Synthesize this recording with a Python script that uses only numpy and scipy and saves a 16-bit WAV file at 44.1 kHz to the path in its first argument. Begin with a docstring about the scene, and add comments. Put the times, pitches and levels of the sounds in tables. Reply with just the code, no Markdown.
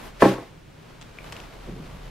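"""Heavy landing on hollow wood

Something heavy lands with a swish of cloth on hollow wood, close by in a small room. It hits edge
first, settles and rebounds once; each contact rings the wood's modes. Then clothes rustle, a few
light plastic ticks sound and a soft footfall thumps the floor, over a low room hum."""
import sys
import numpy as np
from scipy import signal
from scipy.fft import rfft, irfft, next_fast_len
from scipy.io import wavfile
from scipy.ndimage import map_coordinates

SR = 44100
rng = np.random.default_rng(int(sys.argv[2]) if len(sys.argv) > 2 else 0)


def persist_wave(psi):
    """Save psi, clipped to +-1, as 16-bit WAV."""
    counts = np.round(np.clip(psi, -1, 1) * 32767).astype(np.int16)
    wavfile.write(sys.argv[1], SR, np.atleast_2d(counts).T)


N = 92610
T = np.arange(N) / SR

# Noise spectra. Each row: frequency in Hz, relative density in dB.
AIR_SPECTRUM = [(30, -4.5), (90, -1), (150, 1.5), (200, -5.5), (400, -7.5), (800, -15), (2500, -20),
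                (6000, -29.5), (13000, -39), (15500, -40)]
RUMBLE_SPECTRUM = [(10, -5), (25, -9.5), (38, 14.5), (52, -5), (80, -8), (130, -3), (300, -55)]
RUSTLE_SPECTRUM = [(80, 4.5), (250, 3), (400, 3), (600, 4), (1100, 1), (1800, -4.5), (3000, -7),
                   (5000, -13), (8000, -20), (13000, -25), (15500, -34)]
FIZZ_SPECTRUM = [(2000, -33), (7000, -5), (10000, 2), (13000, 5), (15500, -10)]
FLOOR_SPECTRUM = [(25, -19), (55, -5), (100, -12), (160, 3.5), (260, -0.5), (380, -2), (600, -11.5),
                  (1500, -22), (5000, -42)]
SNAP_SPECTRUM = [(200, -18), (550, 4), (1200, 2.5), (3000, 4.5), (8000, -4), (11000, -18), (15000, -25)]
SWISH_SPECTRUM = [(100, -40), (400, 4), (1000, 2), (2000, 2.5), (4000, -4.5), (8000, -13.5), (13000, -16),
                  (15500, -25)]
CRACK_SPECTRUM = [(60, -30), (250, -13), (600, 17.5), (1200, 18.5), (1900, 14), (2600, 3), (4500, -16),
                  (8000, -19), (15000, -22)]
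# Level envelopes. Each row: time in seconds, level in dB.
RUMBLE_ENVELOPE = [(0, -53), (.3, -51), (.55, -57), (1.3, -53), (1.45, -45.5), (1.75, -42.5), (2.1, -43.5)]
RUSTLE_ENVELOPE = [(0, -42.5), (.065, -39.5), (.125, -50), (.2, -49), (.5, -54.5), (.64, -70), (.8, -54.5),
                   (.92, -49.5), (1.0, -51.5), (1.17, -50), (1.25, -44), (1.33, -43.5), (1.42, -45),
                   (1.52, -47), (1.6, -47), (1.74, -47.5), (1.86, -46.5), (1.95, -46), (2.1, -48)]
SWISH_ENVELOPE = [(.185, -63), (.208, -33), (.225, -26.5), (.29, -31), (.315, -35.5), (.36, -44),
                  (.46, -53.5), (.58, -82.5)]
# Stereo likeness. Each row: frequency in Hz, left-right correlation.
AIR_COHERENCE = [(50, 1), (150, 0.84), (400, 0), (1000, 0), (2500, 0.7), (12000, 0.074)]
ROOM_COHERENCE = [(150, 1), (400, 0.92), (1000, 0.87), (2500, 1), (8000, 0.52)]
CLOTH_COHERENCE = [(80, 0.97), (250, 0.49), (1000, 0.33), (2500, 0.67), (6000, .3), (12000, -.15)]
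# Room decay. Each row: frequency in Hz, T60 in seconds.
ROOM_DECAY = [(100, 0.22), (300, 0.32), (800, 0.41), (3000, 0.33), (10000, 0.26)]
# Footfall and weight shifts. Each row: start in seconds, gain in dB, low-pass cutoff in Hz.
FOOT_THUMPS = [(1.673, -32, 330), (1.682, -31, 430), (1.708, -33, 303), (1.733, -38, 160),
               (1.758, -35, 400), (1.788, -31, 280), (1.823, -32, 151), (1.941, -28, 81)]
# Plastic ticks. Each row: start in seconds, gain in dB, pitch in Hz, snap over ring in dB,
# left over right in dB.
PLASTIC_TICKS = [(1.0136, -41, 2980, 3, 4), (1.019, -50, 3270, 10, 1), (1.0251, -44, 2970, 4, -1),
                 (1.1869, -27.5, 2360, -20.5, 6), (1.243, -39, 1240, -4, -1), (1.324, -37, 2550, 5, 4),
                 (1.328, -32, 1090, -3.5, -2.5), (1.366, -36, 2850, -2.5, 4), (1.4015, -34, 2640, -4.5, 1)]
# Hollow wood modes. Each row: frequency in Hz, gain in dB, T60 in seconds.
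WOOD_MODES = [(125.8, -11.5, 0.18), (138.4, -20, 0.21), (194.3, -11.5, 0.25), (240, -15.5, 0.24),
              (283, -4.5, 0.1), (319.4, -5.5, 0.15), (394, 3.5, 0.051), (489.7, -9.5, 0.16),
              (552, 2, 0.053), (690, -9, 0.061), (806, -7, 0.073), (1095, -2, 0.031), (1343, -6.5, 0.049),
              (1602, -13, 0.053)]
# Contacts of the heavy object. Each row: start in seconds, gain in dB, low-pass cutoff in Hz.
LANDING_CONTACTS = [(0.2215, -6, 1520), (0.2259, -14.5, 900), (0.2398, -15.5, 2000), (0.253, -7, 610),
                    (.283, -17, 415), (0.3169, -21.5, 547), (0.38, -33, 1140), (.425, -41.5, 1100)]
# Stereo balance of the thud. Each row: frequency in Hz, left over right in dB.
THUD_BALANCE = [(200, -.4), (500, .3), (1200, 1.5), (8000, 12)]


def amp(db):
    return 10 ** (np.asarray(db) / 20)


def unit_rms(x):
    return x / np.sqrt(np.mean(x ** 2) + 1e-20)


def at_hz(points, hz):
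    """Interpolate (Hz, value) points on a log axis."""
    knots_hz, values = np.transpose(points)
    return np.interp(np.log(hz + 1), np.log(knots_hz + 1), values)


def gain_curve(envelope):
    return amp(np.interp(T, *np.transpose(envelope)))


def wobble(knots_per_s):
    """Smooth random curve, deviation near 1."""
    return map_coordinates(rng.standard_normal(4096), [T * knots_per_s], mode="wrap")


def decay(t60_s):
    return np.exp(-np.log(1000) * T / t60_s)


def attack(rise_s):
    return 1 - np.exp(-T / rise_s)


def pan(left_over_right_db):
    return amp(np.outer([.5, -.5], left_over_right_db))


def add(out, start_s, x):
    start = round(start_s * SR)
    out[:, start:] += x[:, :N - start]


def filtered(x, gain_at_hz):
    size = next_fast_len(N + SR // 2)
    return irfft(rfft(x, size) * gain_at_hz(np.fft.rfftfreq(size, 1 / SR)), size)[..., :N]


def rolloff(x, cutoff_hz, kind="lowpass"):
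    return signal.sosfilt(signal.butter(2, cutoff_hz, kind, fs=SR, output="sos"), x)


def noise(spectrum, coherence):
    """Shaped stereo noise, rms 1."""
    def mid_side_gains(hz):
        angle = np.arccos(np.clip(at_hz(coherence, hz), -1, 1)) / 2
        return amp(at_hz(spectrum, hz)) * [np.cos(angle), np.sin(angle)]

    mid, side = filtered(rng.standard_normal((2, N)), mid_side_gains)
    return unit_rms(np.array([mid + side, mid - side]))


def in_room(x, wet_db):
    """Direct sound plus a short diffuse tail; each band decays at its own rate."""
    white = noise([(20, 0), (20000, 0)], ROOM_COHERENCE)
    hz, time_s, bands = signal.stft(white, SR, nperseg=256)
    bands = bands * np.exp(-np.log(1000) * time_s / at_hz(ROOM_DECAY, hz)[:, None])
    tail = signal.istft(bands, SR, nperseg=256)[1][:, :N] * attack(rise_s=0.0046)
    tail /= np.linalg.norm(tail[0])
    return x + amp(wet_db) * signal.fftconvolve(x, tail, axes=1)[:, :N]


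def room_noise(air_db=-48.5, hum_hz=150.6, hum_db=-54.5):
    """Soft air noise, a wavering hum and a deep rumble."""
    hum_gain = amp(hum_db + wobble(9.06))
    hum = hum_gain * np.sin(2 * np.pi * hum_hz * T + .5 * wobble(9.8))
    rumble_top_hz = RUMBLE_SPECTRUM[-1][0]
    white = rng.standard_normal(N)
    rumble = filtered(white, lambda hz: amp(at_hz(RUMBLE_SPECTRUM, hz)) * (hz < rumble_top_hz))
    air = amp(air_db) * noise(AIR_SPECTRUM, AIR_COHERENCE)
    return air + hum + gain_curve(RUMBLE_ENVELOPE) * unit_rms(rumble)


def cloth_friction(envelope, spectrum):
    """Grainy friction noise that follows the movement."""
    grain_db = wobble(knots_per_s=250) + 0.94 * wobble(knots_per_s=29.85)
    friction = unit_rms(amp(grain_db) * noise(spectrum, CLOTH_COHERENCE))
    return gain_curve(envelope) * pan(0.5) * friction


def rustle(fizz_relative_db=-14.5, fizz_exponent=2.14):
    """Clothes rub; brisker rubbing adds a fine fizz that grows faster than the rest."""
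    stroke = gain_curve(RUSTLE_ENVELOPE)
    fizz_gain = amp(fizz_relative_db) * stroke.max() * (stroke / stroke.max()) ** fizz_exponent
    rubbing = cloth_friction(RUSTLE_ENVELOPE, RUSTLE_SPECTRUM)
    return rubbing + fizz_gain * noise(FIZZ_SPECTRUM, CLOTH_COHERENCE)


def footfall():
    """Weight rolls onto the floor in a few dull thumps."""
    out = np.zeros((2, N))
    for start_s, gain_db, cutoff_hz in FOOT_THUMPS:
        thump = noise(FLOOR_SPECTRUM, ROOM_COHERENCE) * decay(t60_s=0.2) * attack(rise_s=0.0016)
        add(out, start_s, amp(gain_db) * rolloff(thump, cutoff_hz))
    return in_room(out, wet_db=-10)


def plastic_ticks():
    """Each tick is a noise snap and one short plastic ring."""
    out = np.zeros((2, N))
    for start_s, gain_db, pitch_hz, snap_db, pan_db in PLASTIC_TICKS:
        ring = np.sin(2 * np.pi * pitch_hz * T) * decay(t60_s=0.014)
        snap = amp(snap_db) * noise(SNAP_SPECTRUM, CLOTH_COHERENCE) * decay(t60_s=0.018)
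        add(out, start_s, amp(gain_db) * pan(pan_db) * (ring + snap))
    return in_room(out, wet_db=-10)


def swish():
    """Cloth swishes with the fall."""
    return cloth_friction(SWISH_ENVELOPE, SWISH_SPECTRUM)


def wood_knock(cutoff_hz, crack_db=-1.5, lag_spread_s=0.0001, radiation_corner_hz=90):
    """One contact rings the wood, which radiates little deep bass; softer contacts lose treble."""
    # Each mode reaches the two microphones from its own direction.
    lags_s = lag_spread_s * rng.standard_normal((len(WOOD_MODES), 1, 1)) * [[.5], [-.5]]
    ring = np.zeros((2, N))
    for k, (hz, gain_db, t60_s) in enumerate(WOOD_MODES):
        ring += (-1) ** k * amp(gain_db) * decay(t60_s) * np.sin(2 * np.pi * hz * (T + lags_s[k]))
    # Noise stands for the dense higher modes.
    crack = amp(crack_db) * noise(CRACK_SPECTRUM, ROOM_COHERENCE) * decay(t60_s=0.066)
    knock = rolloff((ring + crack) * attack(rise_s=0.00078), cutoff_hz)
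    return rolloff(knock, radiation_corner_hz, "highpass")


def thud():
    """The heavy object lands, settles and rebounds on the wood."""
    out = np.zeros((2, N))
    for start_s, gain_db, cutoff_hz in LANDING_CONTACTS:
        add(out, start_s, amp(gain_db) * wood_knock(cutoff_hz))
    return filtered(in_room(out, wet_db=-11.5), lambda hz: pan(at_hz(THUD_BALANCE, hz)))


def scene():
    """The thud with its swish, then small movements, over room noise."""
    return thud() + swish() + plastic_ticks() + footfall() + rustle() + room_noise()


def record(dry, ceiling=0.89, band_limit_hz=15720):
    """Round off the highest peaks, then limit the band."""
    limited = dry / (1 + np.abs(dry / ceiling) ** 8) ** (1 / 8)
    return filtered(limited, lambda hz: hz < band_limit_hz)


dry = scene()
out = record(dry)
persist_wave(out)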